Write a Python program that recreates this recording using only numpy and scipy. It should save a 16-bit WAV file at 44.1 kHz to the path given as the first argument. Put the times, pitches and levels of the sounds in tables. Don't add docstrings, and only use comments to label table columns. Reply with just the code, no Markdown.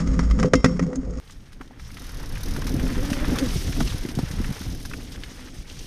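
import sys
import numpy as np
from scipy import signal
from scipy.fft import rfft, irfft
from scipy.io import wavfile
from scipy.ndimage import uniform_filter1d

SR = 44100
rng = np.random.default_rng(int(sys.argv[2]) if len(sys.argv) > 2 else 0)


def digitize_waveform(pressure):
    field = np.atleast_2d(pressure).T
    bounded = np.clip(field, -1, 1)
    quanta = np.round(bounded * 32767).astype(np.int16)
    wavfile.write(sys.argv[1], SR, quanta)


N = 258426
T = np.arange(N) / SR

# t/s, crack/dB, boom/dB, rim/dB, treble/dB, disc/dB, pitch factor of the boom notes, boost of the
# top boom note/dB, pad/dB
KNOCKS = [(0.074, -34, -20, -50, -26, -44, 1.01, -2, -31),
          (0.192, -18, -15, -37, -46, -37.5, 0.99, -0.5, -40),
          (0.31, -28.5, -17.5, -40, -19.5, -39, 1.01, -4, -40),
          (0.39, -25, -28, -28, -39, -50, 1.01, 1, -42), (0.398, -26, -21, -21, -16.5, -50, 0.83, 3, -42),
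          (0.429, -14, -15, -20, -39, -40, 1.01, 2, -42),
          (0.446, -41, -13.5, -10.5, -40, -53, 1.01, 0.5, -40),
          (0.457, -43, -19, -30, -24, -48, 1.03, -7, -40), (0.535, -4, -9, -8, -36, -55, 1.014, -1, -15),
          (0.554, -44, -11.5, -23, -11.5, -27, 1.02, 5.5, -22),
          (0.644, -5, -10.5, -10.5, -6.5, -30.5, .96, 4.5, -33),
          (0.659, -21.5, -7.5, -22, -23, -35, 0.98, 0, -35),
          (0.794, -19, -32, -21.5, -59, -56, 1.01, -6, -50),
          (0.814, -55, -13, -45, -60, -62, 1.01, -8, -59),
          (0.826, -33, -16.5, -42, -55, -53, 1.104, -4, -39),
          (0.93, -32.5, -35, -32, -53, -62, 1.24, 4, -47), (0.957, -38, -36, -40, -30, -60, 1.01, 6, -20.5),
          (1.032, -43, -37, -32, -54, -68, 1.4, 3, -55), (1.108, -70, -45, -33, -37, -65, 1.01, -5, -39),
          (1.173, -51.5, -32, -43, -33, -57, 1.01, 8, -44)]
# f/Hz, level/dB, t60/s
FRAME_MODES = [(175.2, 4.5, 0.16), (209, -5.5, 0.17), (263.5, 4.5, 0.11), (431, -5.5, 0.043),
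               (503, -5, 0.22), (1246, -9, 0.011), (1605, -13.5, 0.014), (1900, -13, 0.019)]
BOOM_MODES, RIM_MODES, CLACK_MODES = FRAME_MODES[:3], FRAME_MODES[3:5], FRAME_MODES[5:8]
# f/Hz, level/dB, t60/s
PAD_MODES = [(6490, -11.5, 0.016), (6900, -20, 0.015)]
# f/Hz, level/dB
CASE_TONE = [(600, -1), (760, -8.5), (1000, -8), (1210, 0.5), (1680, -11), (1940, -7), (2590, -17),
             (4110, -20.5), (5420, -11.5), (6500, -16), (7500, -25), (9550, -30.5), (11300, -36.5),
             (12300, -52), (14000, -73)]
# f/Hz, level/dB
BODY_TONE = [(70, -39.5), (120, -2.5), (210, -7), (258, 2), (333, -6.5), (430, -12), (530, -16), (620, -20),
             (750, -19.5), (1100, -48)]
# f/Hz, level/dB
LEAF_TONE = [(1290, -15), (2200, 2.5), (2500, 0.5), (3000, 5), (3690, 5.5), (4300, 4), (5500, 6.5),
             (6480, 3.5), (7510, -6), (9140, 1), (9920, -4.5), (12900, -7.5), (13900, -6.5), (15600, -37)]


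def undb(db):
    return 10 ** (np.asarray(db) / 20)


def unit(x):
    return x / np.sqrt(np.mean(x ** 2))


def add(out, at, x):
    i = int(at * SR)
    out[i:i + len(x)] += x[:N - i]


def colour(x, tone):
    size = 1 << 13
    hz, db = np.transpose(tone)
    log_gain = np.interp(np.log(np.fft.rfftfreq(size, 1 / SR) + 1), np.log(hz), db) * np.log(10) / 20
    cepstrum = irfft(log_gain)
    cepstrum[1:size // 2] *= 2
    cepstrum[size // 2 + 1:] = 0
    response = irfft(np.exp(rfft(cepstrum)))
    return signal.fftconvolve(x, response / np.linalg.norm(response))[:N]


def ring(x, modes):
    out = 0
    for hz, db, t60 in modes:
        pole = np.exp(2j * np.pi * hz / SR - np.log(1000) / (t60 * SR))
        out = out + undb(db) * np.sqrt(1 - abs(pole) ** 2) * signal.lfilter([1], [1, -pole], x).imag
    return out


def wander(per_s):
    step = int(SR / per_s)
    held = np.repeat(rng.standard_normal(N // step + 1), step)
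    return unit(uniform_filter1d(held, step)[:N])


def grains(scatter_db, flutter_db, bunches_per_s):
    sizes = np.minimum(rng.exponential(size=N), 7)
    return unit(undb(scatter_db * sizes + flutter_db * wander(bunches_per_s)) * rng.standard_normal(N))


def strikes(times, db):
    out = np.zeros(N)
    np.add.at(out, (np.asarray(times) * SR).astype(int), undb(db))
    return out


def bursts(times, db, t60, rise_s=0.00018):
    fades = signal.lfilter([1], [1, -np.exp(-np.log(1000) / (t60 * SR))], strikes(times, db))
    return uniform_filter1d(fades, size=max(int(rise_s * SR), 1)) * rng.standard_normal(N)


def band_click(x, low_hz, high_hz):
    click = signal.sosfilt(signal.butter(2, [low_hz, high_hz], "band", fs=SR, output="sos"), x)
    return click / np.abs(click).max()


def gain_curves(table):
    times, *columns = np.transpose(table)
    return [undb(np.interp(T, times, db)) for db in columns]


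def gain_steps(table):
    steps_db = sum(np.where((T > start) & (T < end), db, 0.) for start, end, db in table)
    return undb(uniform_filter1d(steps_db, size=90))


def fork_rumble(shake, boom, top_note, rim):
    # f/Hz, level/dB, t60/s
    mount_modes = [(52.5, 12.5, 0.45), (33, -5, .15), (84, -12, 0.049)]
    lower, top = BOOM_MODES[:2], BOOM_MODES[2:]
    out = shake * unit(ring(grains(1.0, 1.0, 5.8), mount_modes))
    out += boom * undb(3.5) * unit(ring(grains(2.5, 4.2, 39.9), lower))
    out += top_note * unit(ring(ring(grains(1.1, 1.5, 24), top), top))
    return out + rim * unit(ring(grains(2, 1.5, 40), RIM_MODES))


def grit(gain):
    dirt = gain * grains(3.35, 2.5, 60.3)
    return undb(0.5) * colour(dirt, CASE_TONE) + undb(-25) * ring(dirt, CLACK_MODES) + ring(dirt, PAD_MODES)


def knock_thumps():
    times, _, boom_db, rim_db, _, _, pitches, boosts_db, _ = np.transpose(KNOCKS)
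    out = ring(strikes(times, rim_db + 28.5), RIM_MODES)
    push = np.r_[np.ones(40) / 40, np.zeros(SR // 2)]
    for at, db, pitch, boost_db in zip(times, boom_db, pitches, boosts_db):
        modes = np.array(BOOM_MODES) * [pitch, 1, 1]
        modes += [[0, 0.0072, 0.016], [0, 0, 0], [0, boost_db, 0.0046]]
        add(out, at, undb(db + 21) * ring(push, modes))
    return out


def knock_clatter():
    times, crack_db, _, _, treble_db, _, _, _, pad_db = np.transpose(KNOCKS)
    crack = bursts(times, crack_db, t60=0.038)
    treble_tone = [(1800, -70)] + CASE_TONE[6:]
    out = undb(-3.5) * colour(crack, CASE_TONE) + undb(3.5) * ring(crack, CLACK_MODES)
    out += undb(-13.5) * colour(bursts(times, treble_db, t60=0.042), treble_tone)
    return out + undb(5) * ring(bursts(times, pad_db, t60=0.034), PAD_MODES)


def brake_disc():
    # f/Hz, level/dB, t60/s
    disc_modes = [(2083, 4, .2), (2690, -9, .13), (3180, -6, .2), (3620, -16, .22), (3845, -15, .28),
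                  (4410, -17, .16), (4985, -9, .38), (5478, -1, .4), (5492, -8, .4), (6780, -12, .15)]
    times, _, _, _, _, disc_db, *_ = np.transpose(KNOCKS)
    return ring(strikes(times, disc_db + 21), disc_modes)


def fork_camera(muffle_hz=10900):
    # t/s, mount shake/dB, tyre boom/dB, top boom note/dB, rim/dB, grit/dB
    rolling_levels = [(0.0, -24, -33, -25, -42, -38), (0.12, -11.5, -19, -26, -39, -40.5),
                      (0.216, -17, -29.5, -25, -41.5, -39.5), (0.326, -17, -28.5, -28.5, -41, -44),
                      (0.41, -26, -28, -28, -42, -38), (0.455, -26, -21, -29, -24, -37),
                      (0.5, -21, -22, -23, -32, -42), (0.56, -15, -27, -21, -32, -43),
                      (0.63, -32, -30, -35, -35, -38), (0.7, -32, -23.5, -32, -33, -41),
                      (0.78, -28, -34, -36, -48, -46), (0.834, -30, -28, -29, -43, -43),
                      (0.89, -38, -30, -34, -33, -47), (0.928, -42, -38, -30, -34, -45),
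                      (0.988, -27, -41, -22.5, -42, -47), (1.03, -25, -37, -36.5, -44, -48.5),
                      (1.08, -24.5, -36, -35.5, -33, -51), (1.158, -21, -36, -41, -43, -47),
                      (1.2, -33, -34, -30.5, -43, -48)]
    # start/s, end/s, change/dB
    level_dips = [(.486, .534, -11), (.612, .643, -9)]
    shake, boom, top_note, rim, dirt = gain_curves(rolling_levels)
    bike = fork_rumble(shake, boom, top_note, rim) + grit(dirt) + knock_thumps() + knock_clatter()
    muffle = signal.butter(6, muffle_hz, fs=SR, output="sos")
    return signal.sosfilt(muffle, gain_steps(level_dips) * bike + brake_disc())


def wind():
    # f/Hz, level/dB
    wind_tone = [(8.8, -42.5), (15, 4), (38, 1), (151, -11.5), (200, -13.5), (260, -35), (440, -120)]
    return unit(colour(grains(0.81, 1.86, 25), wind_tone))


def body_thrum():
    return undb(-1) * unit(colour(grains(2.46, 2.93, 40), BODY_TONE))


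def tyre_roll():
    # f/Hz, level/dB
    roll_tone = [(260, -16.5), (450, 3), (679, -6.5), (800, -3), (1950, -2), (2480, -8), (3500, -11),
                 (4550, -39), (7700, -120)]
    return undb(1.5) * unit(colour(grains(3.45, 1.83, 70), roll_tone))


def leaf_crunch():
    lower_tone = LEAF_TONE[:9] + [(16000, -60)]
    upper_tone = [(6500, -69)] + LEAF_TONE[8:] + [(16000, -60)]
    lower = undb(1.2) * unit(colour(grains(2.2, 1.5, 90), lower_tone))
    return lower + undb(-6.5) * unit(colour(grains(2.2, 1.5, 90), upper_tone))


def leaf_crackles(per_s=90, fade_s=0.002):
    out = np.zeros(N)
    t = np.arange(512) / SR
    for when, pitch, size in rng.random((int(per_s * N / SR), 3)):
        crack = rng.standard_normal(len(t)) * np.exp(-t / fade_s)
        hz = 1800 * 3.6 ** pitch
        db = 2 - 3 * np.log(1 - 0.95 * size)
        add(out, when * N / SR, undb(db) * band_click(crack, hz / 1.22, hz * 1.17))
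    return out


def twig_snaps(fade_s=0.0052):
    # t/s, level/dB, f/Hz, hiss/dB
    snaps = [(1.276, -37, 3300, -65), (1.297, -36.5, 1510, -54), (1.308, -32, 5900, -50),
             (1.322, -38, 5200, -56), (1.521, -41, 1800, -54), (1.529, -41, 1400, -52),
             (1.611, -27.5, 1210, -51), (1.631, -46, 5000, -61), (1.659, -47, 5300, -65),
             (1.677, -40, 4000, -65), (1.709, -36.5, 834, -65), (1.796, -34, 1680, -49),
             (1.904, -32.5, 1870, -65), (1.97, -26, 1720, -64), (1.982, -36, 1500, -66),
             (2.356, -28, 1900, -51), (2.372, -26.5, 1520, -52), (2.549, -29, 1470, -41),
             (2.563, -22.5, 1310, -47), (2.62, -23, 1420, -54), (2.667, -24.5, 1500, -36),
             (2.678, -26, 1110, -43), (2.796, -23.5, 2190, -48), (2.868, -26, 1640, -55),
             (3.048, -26, 1070, -39), (3.102, -22.5, 743, -31.5), (3.131, -18.5, 1840, -31.5),
             (3.245, -20.5, 1415, -48), (3.293, -26, 1600, -50), (3.362, -21, 830, -40),
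             (3.386, -15, 2330, -26), (3.804, -15.5, 970, -30.5), (3.875, -21, 3720, -45),
             (3.922, -29, 1100, -51), (4.052, -29, 1500, -50), (4.088, -25.5, 2060, -53),
             (4.152, -33, 5000, -38), (4.188, -18, 720, -35.5), (4.313, -28.5, 1500, -36.5),
             (4.444, -22.5, 1560, -42), (4.617, -29, 1430, -49), (4.851, -27, 1220, -38),
             (4.913, -26.5, 1350, -60), (4.935, -21.5, 1640, -46), (5.119, -40, 799, -39),
             (5.159, -29.5, 2260, -60), (5.236, -17.5, 2460, -41), (5.484, -34.5, 1700, -62),
             (5.699, -30, 3300, -57), (5.791, -29, 4500, -46)]
    out = np.zeros(N)
    for at, db, hz, _ in snaps:
        twig = rng.standard_normal(2048) * np.exp(-np.arange(2048) / (fade_s * SR))
        twig[0] = 4
        add(out, at, undb(db - 1) * band_click(twig, hz / 1.61, hz * 1.46))
    times, _, _, hiss_db = np.transpose(snaps)
    return out + colour(bursts(times, hiss_db, t60=0.098, rise_s=0.0018), LEAF_TONE)


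def body_thuds(width_cycles=0.92):
    # t/s, level/dB, f/Hz
    thuds = [(1.605, -31.5, 262), (1.702, -39, 205), (1.922, -35, 90), (2.698, -20, 94), (2.74, -14.5, 210),
             (2.832, -15, 145), (2.959, -41, 254), (3.086, -28, 181), (3.113, -15, 171), (3.277, -20, 189),
             (3.555, -14, 119), (3.69, -22, 173), (3.807, -13, 169), (3.82, -18, 171), (3.853, -26, 127),
             (3.937, -19, 102), (4.05, -16.5, 253), (4.088, -23, 260), (4.171, -15.5, 143),
             (4.188, -16.5, 200), (4.228, -15, 127), (4.303, -22.5, 130), (4.333, -27, 150),
             (4.399, -14.5, 187), (4.489, -19, 142), (4.505, -20.5, 153), (4.607, -27, 170),
             (4.689, -27.5, 60), (4.89, -31, 114), (5.314, -33.5, 255), (5.773, -34, 107)]
    out = np.zeros(N)
    for at, db, hz in thuds:
        cycles = np.arange(int(3 * width_cycles / hz * SR)) * hz / SR - 1.47 * width_cycles
        swing = -np.sin(2 * np.pi * cycles) * np.exp(-(2 * cycles / width_cycles) ** 2)
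        add(out, at - 0.002, undb(db + 3.5) * swing)
    times, thud_db, _ = np.transpose(thuds)
    return out + colour(bursts(times, thud_db - 7, t60=0.054, rise_s=0.0024), BODY_TONE)


def leaf_scrapes():
    # t/s, length/s, start f/Hz, end f/Hz, bandwidth/Hz, level/dB
    scrapes = [(1.837, 0.058, 5200, 5900, 900, -47), (3.545, .09, 5700, 4900, 900, -40),
               (3.698, .06, 5600, 5200, 1200, -45), (3.78, 0.034, 5200, 6440, 900, -41),
               (3.884, .04, 4300, 2880, 900, -34)]
    out = np.zeros(N)
    for at, length_s, start_hz, end_hz, width_hz, db in scrapes:
        n = int(length_s * SR)
        roughness = unit(uniform_filter1d(rng.standard_normal(8192)[:n], size=int(SR / width_hz)))
        slide = np.sin(2 * np.pi * np.cumsum(np.linspace(start_hz, end_hz, n)) / SR)
        add(out, at, undb(db) * np.sqrt(np.hanning(n)) * roughness * slide)
    return out


def freewheel(jitter_s=0.0006, scatter_db=2.2, t60=0.05):
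    # t/s, teeth passed
    turning = [(1.914, 0), (1.972, 2), (2.066, 6), (2.144, 9), (2.228, 12), (2.322, 15), (2.408, 18),
               (2.509, 22), (2.592, 25), (2.718, 30), (2.764, 32), (2.828, 34), (2.925, 38), (3.006, 41),
               (3.123, 46), (3.903, 76), (4.114, 84), (4.224, 87), (4.286, 89), (4.415, 94), (4.635, 104),
               (4.722, 108), (4.799, 111), (4.857, 113), (4.973, 116), (5.031, 117)]
    # t/s, level/dB
    tick_levels = [(1.9, -34), (2.2, -32.5), (2.6, -27), (2.9, -30), (3.3, -29.5), (4.1, -32.5),
                   (4.45, -34.5), (4.75, -31.5), (5.03, -34)]
    # f/Hz, level/dB, t60/s
    hub_modes = [(4400, -7, .012), (5300, -1, .016), (6100, -5, .012), (9300, -10, .012), (10400, -6, .016),
                 (11150, -5, .016), (12600, -6, .016), (13600, -11, .012)]
    # f/Hz, level/dB
    hiss_tone = [(2060, -25), (3500, -13), (3730, 2), (4250, -9), (4600, -1), (5290, 0), (6220, -1),
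                 (7500, -18), (9160, -8.5), (11300, -7), (13600, -12), (15600, -25)]
    at, teeth = np.transpose(turning)
    times = np.interp(np.arange(teeth[-1] + 1), teeth, at)
    times += jitter_s * rng.standard_normal(len(times))
    db = np.interp(times, *np.transpose(tick_levels)) + scatter_db * rng.standard_normal(len(times))
    hub = ring(bursts(times, db - 13, t60, rise_s=0.0014), hub_modes)
    return hub + colour(bursts(times, db - 9.5, t60, rise_s=0.00059), hiss_tone)


def tread_hum_and_bump():
    # t/s, f/Hz, level/dB, octave/dB
    hum_and_bump = [(2.76, 231.8, -28.5, -45.5), (2.95, 254.5, -28, -39), (3.12, 283.2, -29, -37.5),
                    (3.3, 300.4, -30.5, -39.5), (3.38, 262.4, -40, -35), (3.428, 265.6, -15, -25.5),
                    (3.48, 262, -34, -42)]
    times, hz, db, octave_db = np.transpose(hum_and_bump)
    wavering_hz = np.interp(T, times, hz) * (1 + 0.06165 * wander(70))
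    phase = 2 * np.pi * np.cumsum(wavering_hz) / SR
    note = undb(np.interp(T, times, db) - 0.5 + 3.4 * wander(50)) * np.sin(phase)
    note += undb(np.interp(T, times, octave_db) - 1.5 + 4.4 * wander(60)) * np.sin(2 * phase)
    fade = np.clip(np.minimum(T - times[0], times[-1] - T) / 0.03, 0, 1)
    return note * fade


def rider_camera(gust_db=2.5, gusts_per_s=14):
    # t/s, wind/dB, body thrum/dB, tyre roll/dB, leaf crunch/dB
    ride_levels = [(1.21, -42, -59, -59, -58), (1.53, -44, -52, -56.5, -61.5),
                   (1.77, -42, -46.5, -55.5, -63), (1.81, -36, -52.5, -55, -53.5),
                   (2.12, -33, -41, -49.5, -53.5), (2.6, -27.5, -35.5, -43.5, -47.5),
                   (2.75, -19.5, -28, -42, -46.5), (2.9, -21.5, -30.5, -39.5, -44),
                   (3.14, -23, -30.5, -40.5, -45), (3.42, -23, -24, -36.5, -42.5),
                   (3.57, -17.5, -30.5, -44, -38), (3.66, -22.5, -28.5, -45.5, -40),
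                   (3.75, -17, -27.5, -43.5, -39), (3.98, -22, -34, -46, -43.5),
                   (4.13, -31.5, -34, -43.5, -45), (4.25, -27, -42, -45, -47),
                   (4.55, -27.5, -43.5, -45.5, -47.5), (4.95, -33, -37.5, -53, -47.5),
                   (5.12, -38, -45, -48, -49), (5.54, -39.5, -46.5, -52.5, -51),
                   (5.86, -33.5, -45, -52.5, -45)]
    # start/s, end/s, change/dB
    crunch_swells_and_dips = [(1.3, 1.335, 1), (1.515, 1.55, 2), (4.12, 4.15, -5.5), (4.87, 4.893, -2),
                              (5.165, 5.2, -3), (5.49, 5.54, -3.5), (5.63, 5.67, -5)]
    air, thrum, roll, crunch = gain_curves(ride_levels)
    gusts = undb(gust_db * wander(gusts_per_s))
    out = tread_hum_and_bump() + crunch * leaf_crackles() + leaf_scrapes()
    out += gusts * (air * wind() + thrum * body_thrum())
    flicker = gain_steps(crunch_swells_and_dips) * undb(0.73 * wander(45) + 1.2 * wander(6))
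    out += flicker * (roll * tyre_roll() + crunch * leaf_crunch())
    return out + body_thuds() + twig_snaps() + freewheel()


def scene(cut_s=1.2):
    return np.where(T < cut_s, fork_camera(), rider_camera())[None]


def record(dry):
    rounded = np.tanh(0.79 * dry) / 0.99
    return signal.sosfilt(signal.ellip(8, 0.2, 70, 15100, fs=SR, output="sos"), rounded)


dry = scene()
out = record(dry)
digitize_waveform(out)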